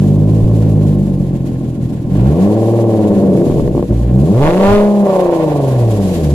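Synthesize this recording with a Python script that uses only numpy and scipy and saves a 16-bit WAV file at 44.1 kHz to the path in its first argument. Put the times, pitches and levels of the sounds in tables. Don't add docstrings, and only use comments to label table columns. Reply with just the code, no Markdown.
import sys
import numpy as np
from scipy import signal
from scipy.fft import rfft, irfft, next_fast_len
from scipy.io import wavfile
from scipy.ndimage import uniform_filter1d, minimum_filter1d

SR = 44100
rng = np.random.default_rng(int(sys.argv[2]) if len(sys.argv) > 2 else 0)


def persist_wave(psi):
    counts = np.round(np.clip(psi, -1, 1) * 32767).astype(np.int16)
    wavfile.write(sys.argv[1], SR, np.atleast_2d(counts).T)


N = 279594
TIME = np.arange(N) / SR


# (time [s], half length [s], level [dB])
THUDS = [(4.444, 0.045, -24), (4.709, 0.04, -9.5), (5.94, 0.41, -26.5)]
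# (time [s], half length [s], dip [dB])
MISFIRES = [(1.385, 0.015, -2), (1.77, 0.015, -2.5), (1.913, 0.019, 0), (1.985, 0.0093, -3),
            (2.033, 0.014, -2), (3.525, 0.02, -6), (3.625, 0.025, -4.5), (3.715, 0.034, -5),
            (3.815, 0.022, -6), (3.872, 0.029, -7.5)]
def exhaust(pulses, speed, turns, state):
    harmonics, remainder = boom(blowdown(pulses, turns, state), speed, turns, state)
    thuds = swells([(s, length, amp(db)) for s, length, db in THUDS]) * np.sin(np.pi * turns)
    return (harmonics + roughness(remainder, turns, state) + thuds) * amp(swells(MISFIRES))


# (base, per octave, per unit force, ragged, overrun, throttle)
# Level rules [dB] for harmonics 1 to 6 of the firing rate
BOOM_RULES = [(-0.5, 1.4, -1.6, -6, -12, 5), (3.5, -0.02, 3, -7.5, 13, 4.5), (3, -0.8, 3, -9.5, 8.5, 3),
              (0.5, -2.6, 1.6, -3, -5, 7), (2.5, -10, 3.5, -8, 7.5, 3), (-8.5, -10, 0, -10, 14, 25)]
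# (frequency [Hz], gain [dB])
HARMONIC_RESPONSE = [(42.0, -40.5), (52.0, -21.5), (70.0, -13), (88.0, -26.5), (118.0, -12), (147.0, -16),
                     (157.0, -15.5), (170.0, -22), (195.0, -12.5), (233.0, -29.5), (280.0, -24.5),
                     (355.0, -22), (380.0, -28.5), (413.0, -20.5), (437.0, -21), (620.0, -19.5),
                     (677.0, -25), (829.0, -22.5)]
SHOCK_LIFT_DB = [3.5, 1, -1.5, -0.5, 0, -2]
# (firing rate [Hz], lag per harmonic [turns])
PULSE_SKEW = [(56, .45), (72, 0)]
# (time [s], gain [dB])
ACCENTS = [(1.21, 8), (1.343, 6.5), (1.412, 2), (1.694, 0), (1.839, 5), (1.864, 6), (1.935, -0.5),
           (2.01, -1), (2.056, 6), (2.123, 2), (3.914, 9), (3.932, 2.5)]
def boom(pipe_sound, speed, turns, state, saw_turns=0.23, in_line=0.63, accent_s=0.0098):
    note, remainder, steepness = np.zeros(N), pipe_sound, shock()
    skew = np.interp(speed, *np.transpose(PULSE_SKEW)) + saw_turns * state[-1]
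    for k, level_db in enumerate(np.dot(BOOM_RULES, state), 1):
        carrier = np.exp(2j * np.pi * k * turns)
        envelope = smooth(remainder / carrier, .1)
        remainder = remainder - 2 * (envelope * carrier).real
        aligned = np.exp(-2j * np.pi * (k - 1) * skew)
        harmonic = carrier * phasor((1 - in_line) * phasor(envelope) + in_line * aligned)
        gain = amp(level_db + read(HARMONIC_RESPONSE, k * speed) + steepness * SHOCK_LIFT_DB[k - 1])
        note += gain * np.sqrt(2) * harmonic.real * throb(min(k - 1, 2), turns, state)
    return note * amp(swells([(s, accent_s, db) for s, db in ACCENTS])), remainder


ROUGH_RULES = [(-19.5, -3, 0.79, 7, -2.5, 1), (-26.5, 1.5, 2.14, 6.5, 6, -2.5),
               (-34, 8, 0.84, 3, -1.5, 5.5), (-41.5, 7, 0.8, -2.5, 8.5, 14.5)]
ROUGH_EDGES_HZ = [80, 310, 520, 700, 1300]
def roughness(remainder, turns, state):
    bands = sum(amp(level_db) * steadied(band(remainder, *ROUGH_EDGES_HZ[k:k + 2]), .07)
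                for k, level_db in enumerate(np.dot(ROUGH_RULES, state)))
    return bands * (1 - .5 * shock()) * throb(-1, turns, state)


THROB_RULES = [(0.074, 0.018, 0.037, 0.022, 0.69, -0.36), (0.11, 0.15, 0.0075, 0.083, 0.089, -1.1),
               (0.24, 0.11, 0.011, 0.025, 0.32, -0.87), (0.039, 0.076, 0.0088, 0, 0.37, 0.065)]
THROB_LEAD = [0.28, 0.11, 0.1, 0.023]
def throb(row, turns, state):
    depth = np.minimum(share(THROB_RULES[row], state), 1)
    return 1 + depth * np.cos(2 * np.pi * (turns / len(CYLINDERS) + THROB_LEAD[row]))


# (strength [dB], lag [firing intervals])
CYLINDERS = [(8.5, -0.041), (12, 0.0019), (13, 0.085), (-14.5, 0.027), (-2.5, 0.019), (1, -0.094)]
UNEVEN_RULE = (0.41, -0.058, -0.014, 0.16, 0.11, -0.15)
SCATTER_RULE = (.05, -0.012, -0.004, .2, 0.03, -.05)
def firings(turns, speed, state):
    at = np.flatnonzero(np.diff(np.floor(turns)))
    uneven, scatter = share(UNEVEN_RULE, state[:, at]), share(SCATTER_RULE, state[:, at])
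    strength, lag = np.array(CYLINDERS)[np.arange(len(at)) % len(CYLINDERS)].T
    luck, lateness = rng.standard_normal((len(at), 2)).T
    delay_s = (uneven * lag / speed[at] + .0025 * scatter * lateness) * (1 - shock()[at])
    onsets = np.clip(at + np.round(delay_s * SR).astype(int), 0, N - 1)
    pulses = np.zeros(N)
    pulses[onsets] = amp(uneven * strength) * np.exp(scatter * np.clip(luck, -2, 2))
    return pulses


FRESH_RULE = (.33, 0.0, -0.01, .4, 0, .2)
TURBULENCE_RULE = (1.75, -0.33, -0.33, 0.92, -1.44, -0.65)
# (delay [ms], gain [factor])
REFLECTIONS = [(2.6, 0.047), (5.1, 0.071), (9.6, 0.015), (14.3, 0.24)]
def blowdown(pulses, turns, state, decay_s=0.044, churn_hz=280, bend_hz=300):
    firing = np.floor(turns).astype(int)
    age = np.arange(N) - np.searchsorted(firing, firing)
    fresh, wakes = rng.standard_normal(N), rng.standard_normal((len(CYLINDERS), SR // 8))
    repeated = wakes[firing % len(CYLINDERS), age % (SR // 8)]
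    change = np.minimum(share(FRESH_RULE, state), 1)
    eddies = np.sqrt(1 - change ** 2) * repeated + change * fresh
    churn = colour(eddies * puffs(pulses, decay_s), lambda hz: hz / np.hypot(hz, churn_hz))
    drive = steadied(pulses, .1) + share(TURBULENCE_RULE, state) * churn
    comb = lambda hz: 1 + sum(gain * np.exp(-2j * np.pi * hz * ms / 1000) for ms, gain in REFLECTIONS)
    drive = colour(drive, comb)
    drive = colour(drive, lambda hz: ((1j * hz - bend_hz) / (1j * hz + bend_hz)) ** 2)
    return signal.oaconvolve(drive, pipe_ring(0))[:N]


# (frequency [Hz], gain [dB])
PIPE_RESPONSE = [(30, -28.5), (70, 9.5), (115, 15), (200, 7), (300, 7), (385, -3), (560, -3.5), (690, -17),
                 (790, -11.5), (860, -23), (1060, -12), (1170, -19.5), (1290, -44.5), (2000, -70.5)]
# (frequency [Hz], width [Hz], lift [dB])
PIPE_MODES = [(189, 17, 8), (270, 190, 2), (351, 64, 7), (412.3, 67, 11.5), (485, 27, 10), (587, 42, 7.5),
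              (683, 123, 12), (896.6, 124, 12.5)]
def pipe_ring(db_per_octave, size=8192):
    hz = abs(np.fft.fftfreq(size, 1 / SR))
    modes_db = sum(lift / (1 + (2 * (hz - centre) / width) ** 2) for centre, width, lift in PIPE_MODES)
    tilt_db = db_per_octave * np.log2(np.clip(hz, PIPE_RESPONSE[0][0], PIPE_RESPONSE[-1][0]))
    log_gain = np.log(amp(read(PIPE_RESPONSE, hz) + modes_db + tilt_db))
    spectrum = np.exp(np.conj(signal.hilbert(log_gain)))
    ring = np.fft.ifft(spectrum).real[:size // 2]
    return ring / abs(ring).max()


# (time [s], firing rate [Hz])
FIRING_RATE = [(0, 48.55), (.25, 52.8), (.5, 55.4), (.8, 52.48), (1.1, 47.37), (1.4, 43.81), (1.75, 41.34),
               (2.08, 40.81), (2.28, 65.48), (2.42, 96.54), (2.56, 110.1), (2.8, 116.16), (3.05, 105.29),
               (3.3, 96.57), (3.55, 77.02), (3.85, 56.43), (4.1, 60.28), (4.24, 66.77), (4.42, 144.56),
               (4.58, 190.23), (4.75, 206.84), (5.0, 204.23), (5.25, 177.98), (5.6, 140.32), (5.95, 105.61),
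               (6.34, 67.68)]
def engine_speed(flywheel_s=.09):
    return smooth(curve(FIRING_RATE), flywheel_s)


# (time [s], force [control value])
FORCE = [(0.0, 0.5), (0.15, 0.55), (0.85, 0.5), (1.1, -2), (1.55, -3.5), (2.07, -4.5), (2.16, -0.7),
         (2.5, 0.95), (3.0, 1.4), (3.45, 1.5), (3.85, -1.5), (4.05, -3), (4.17, 0.5), (4.5, 1), (4.72, 2),
         (4.9, -1), (5.45, -2.5), (6.34, -0.5)]
# (start [s], rise [s], hold [s], release [s], strength [0-1])
RAGGED = [(3.03, 0.29, 0.6, 0.03, 0.92), (4.36, 0.11, 0.13, 0.12, 0.78)]
OVERRUN = [(5.04, 0.021, 0.28, 0.57, 0.85)]
THROTTLE = [(2.09, 0.047, 0.16, 0.26, 0.28), (4.33, .125, 0.02, 0.12, 0.88), (4.52, 0.14, 0.06, .21, 1)]
def engine_state(speed, idle_hz=50):
    octaves = np.log2(speed / idle_hz)
    return np.array([np.ones(N), octaves, curve(FORCE), spells(RAGGED), spells(OVERRUN), spells(THROTTLE)])


def firing_phase(speed, state, start_turns=.07, judder_s=.016):
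    judder = steadied(smooth(rng.standard_normal(N), judder_s), 1.0)
    turns = start_turns + np.cumsum(speed) / SR + .2 * share(SCATTER_RULE, state) * judder
    return np.maximum.accumulate(turns)


# (start [s], rise [s], hold [s], release [s], strength [0-1])
SHOCK = [(4.27, 0.11, 0.64, 0.06, 0.9)]
def shock():
    return np.clip(spells(SHOCK), 0, 1)


# (frequency [Hz], gain [dB])
BARK_SPECTRUM = [(400, -36), (750, 11), (1030, 11), (1230, 2), (1430, -11), (1700, -28), (2100, -4),
                 (3000, -62), (6000, -57)]
def bark(pulses, state, shut_db=-40, throttle_db=19):
    spikes = shaped(pulses, BARK_SPECTRUM)
    return steadied(spikes, .04) * shock() * amp(shut_db + throttle_db * state[-1])


# (time [s], ring peak [dB], brightness [dB/octave], crack [share of the peak])
POPS = [(3.5, -4, 0, .1), (3.5113, -4, 1, .1), (3.523, -5, 1, .1), (3.5738, -6, -1, 0), (3.584, -6, 0, .1),
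        (3.5972, -4, 2, .25), (3.6778, -3, 2, .3), (3.7507, -3, .5, .1), (3.7701, -5, 1, 0),
        (3.7788, -2, 2, .15), (3.7957, -5, 2, .25), (3.8274, -5, 3, .4), (3.909, -4, -3, 0),
        (3.926, -5, -2, 0)]
def afterfire(front_s=0.00082):
    out = np.zeros(N)
    for s, peak_db, db_per_octave, crack in POPS:
        ring = pipe_ring(db_per_octave)
        crest = np.argmax(ring)
        front = np.exp(-abs(np.arange(len(ring)) - crest) / (front_s * SR))
        bang = amp(peak_db) * (ring + crack * front)
        part = out[round(s * SR) - crest:][:len(bang)]
        part += bang[:len(part)]
    return out


GAS_RULES = [(-43.5, 3.37, 0.15, -0.23, 7.6, 22.7), (-44.5, 1.31, 1, 0.2, 4.6, 6.3)]
# (frequency [Hz], gain [dB])
JET_SPECTRUM = [(900, 15), (1250, -2), (1420, 11), (1520, 4), (1700, 8.5), (2050, 3), (2500, 3.5),
                (3100, 0.5), (4000, -4), (5200, -10.5), (7000, -14.5), (13000, -25)]
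# (frequency [Hz], gain [dB])
HISS_SPECTRUM = [(1500, -3), (3000, -0.5), (4500, -3), (5900, -6), (7100, -2), (8400, -7.5), (9500, -5),
                 (11000, -7), (13000, -8)]
# (time [s], half length [s], lift [dB])
VAPOUR = [(6.1, 0.54, 8.5)]
def gas(pulses, state, jet_flow=3, hiss_flow=4, crack=1.1):
    jet_db, hiss_db = np.dot(GAS_RULES, state)
    vapour_db = swells(VAPOUR)
    blast = shock() * np.clip(state[-1], 0, 1) ** .25
    fronts = crack * blast ** 2 * steadied(pulses, .1)
    wander = steadied(smooth(rng.standard_normal((2, N)), .02), .5)
    flicker = amp(2.48 * (1 - blast) * wander)
    flow, bursts = puffs(pulses, decay_s=.079), puffs(pulses, decay_s=.0016)
    jet_envelope = (1 - blast) * (jet_flow + flow) / (jet_flow + 1) + blast * bursts
    jet = shaped(rng.standard_normal((2, N)) * jet_envelope + fronts, JET_SPECTRUM)
    hiss = shaped(rng.standard_normal((2, N)) * (hiss_flow + flow), HISS_SPECTRUM)
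    jet = steadied(jet, .1) * amp(jet_db + .076 * vapour_db)
    hiss = steadied(hiss, .1) * amp(hiss_db + vapour_db)
    return jet * flicker[0] + hiss * flicker[1]


def puffs(pulses, decay_s):
    return steadied(signal.lfilter([1], [1, -np.exp(-1 / (decay_s * SR))], pulses), .1)


# (time [s], half length [s], level [dB])
GUSTS = [(0.445, 0.012, -8), (2.218, 0.037, -29), (3.607, 0.14, -22), (4.454, 0.064, -13),
         (4.73, 0.092, -12)]
def buffeting(corner_hz=13, apart=0.69, breeze_db=-42):
    push = amp(breeze_db) + swells([(s, length, amp(db)) for s, length, db in GUSTS])
    air = rng.standard_normal(N) + apart * rng.standard_normal((2, N))
    return push * steadied(colour(air, lambda hz: hz / (1 + (hz / corner_hz) ** 3)), 0.019)


# (frequency [Hz], time to fall 60 dB [s])
YARD_T60 = [(100, 0.081), (500, 0.11), (2000, 0.0057), (10000, 0.0096)]
def yard(x, wet_db=-14, low_hz=260):
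    taps = rng.standard_normal((2, SR // 2)) * (rng.random((2, SR // 2)) < .05)
    hz, t, spectra = signal.stft(taps, SR, nperseg=256)
    decay = amp(-60 * t / read(YARD_T60, hz)[:, None])
    tail = signal.istft(spectra * decay, SR, nperseg=256)[1]
    tail /= np.linalg.norm(tail, axis=1, keepdims=True)
    echo = signal.fftconvolve(x[None], tail, axes=1)[:, :N]
    return x + amp(wet_db) * colour(echo, lambda hz: hz ** 2 / (hz ** 2 + low_hz ** 2))


# (frequency [Hz], left minus right [dB])
BALANCE = [(80, .5), (300, 0), (600, 1), (1000, -6.5), (2000, 3), (4000, -3), (8000, -2), (12000, 5.5)]
def ports(x, lead_s=.00008):
    lean = lambda hz: amp(read(BALANCE, hz) / 2) * np.exp(1j * np.pi * hz * lead_s)
    return colour(x, lambda hz: np.array([lean(hz), 1 / lean(hz)]))


def amp(db):
    return 10 ** (np.asarray(db) / 20)


def phasor(z):
    return z / (abs(z) + 1e-12)


def share(rule, state):
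    return np.maximum(np.dot(rule, state), 0)


def curve(table):
    return np.interp(TIME, *np.transpose(table))


def swells(table):
    return sum(height * np.exp(-((TIME - s) / length) ** 2) for s, length, height in table)


def spells(table):
    return sum(np.interp(TIME, np.cumsum(times), [0, top, top, 0]) for *times, top in table)


def read(points, hz):
    f, value = np.transpose(points)
    return np.interp(np.log(hz + 1), np.log(f), value)


def smooth(x, seconds):
    size = max(int(seconds * SR), 1)
    return uniform_filter1d(uniform_filter1d(x, size), size)


def steadied(x, seconds):
    return x / np.sqrt(abs(smooth(x ** 2, seconds)) + 1e-16)


def colour(x, gain):
    size = next_fast_len(N + SR // 2)
    return irfft(rfft(x, size) * gain(np.fft.rfftfreq(size, 1 / SR)), size)[..., :N]


def shaped(x, spectrum):
    return colour(x, lambda hz: amp(read(spectrum, hz)))


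def band(x, low_hz, high_hz):
    return colour(x, lambda hz: 1 / (1 + (hz / high_hz) ** 12) - 1 / (1 + (hz / low_hz) ** 12))


def scene():
    speed = engine_speed()
    state = engine_state(speed)
    turns = firing_phase(speed, state)
    pulses = firings(turns, speed, state)
    tailpipes = exhaust(pulses, speed, turns, state) + bark(pulses, state) + afterfire()
    return ports(yard(tailpipes) + gas(pulses, state)) + buffeting()


def record(dry, ceiling=0.97, overload=0.85, edge_hz=13200):
    safe_gain = np.minimum(1, ceiling / (abs(dry).max(0) + 1e-9))
    held = dry * smooth(minimum_filter1d(safe_gain, size=45), .0005)
    rounded = held / (1 + (held / overload) ** 10) ** .1
    low_pass = signal.firwin(1023, edge_hz, window=("kaiser", 9), fs=SR)
    return signal.oaconvolve(rounded, low_pass[None], "same")


dry = scene()
out = record(dry)
persist_wave(out)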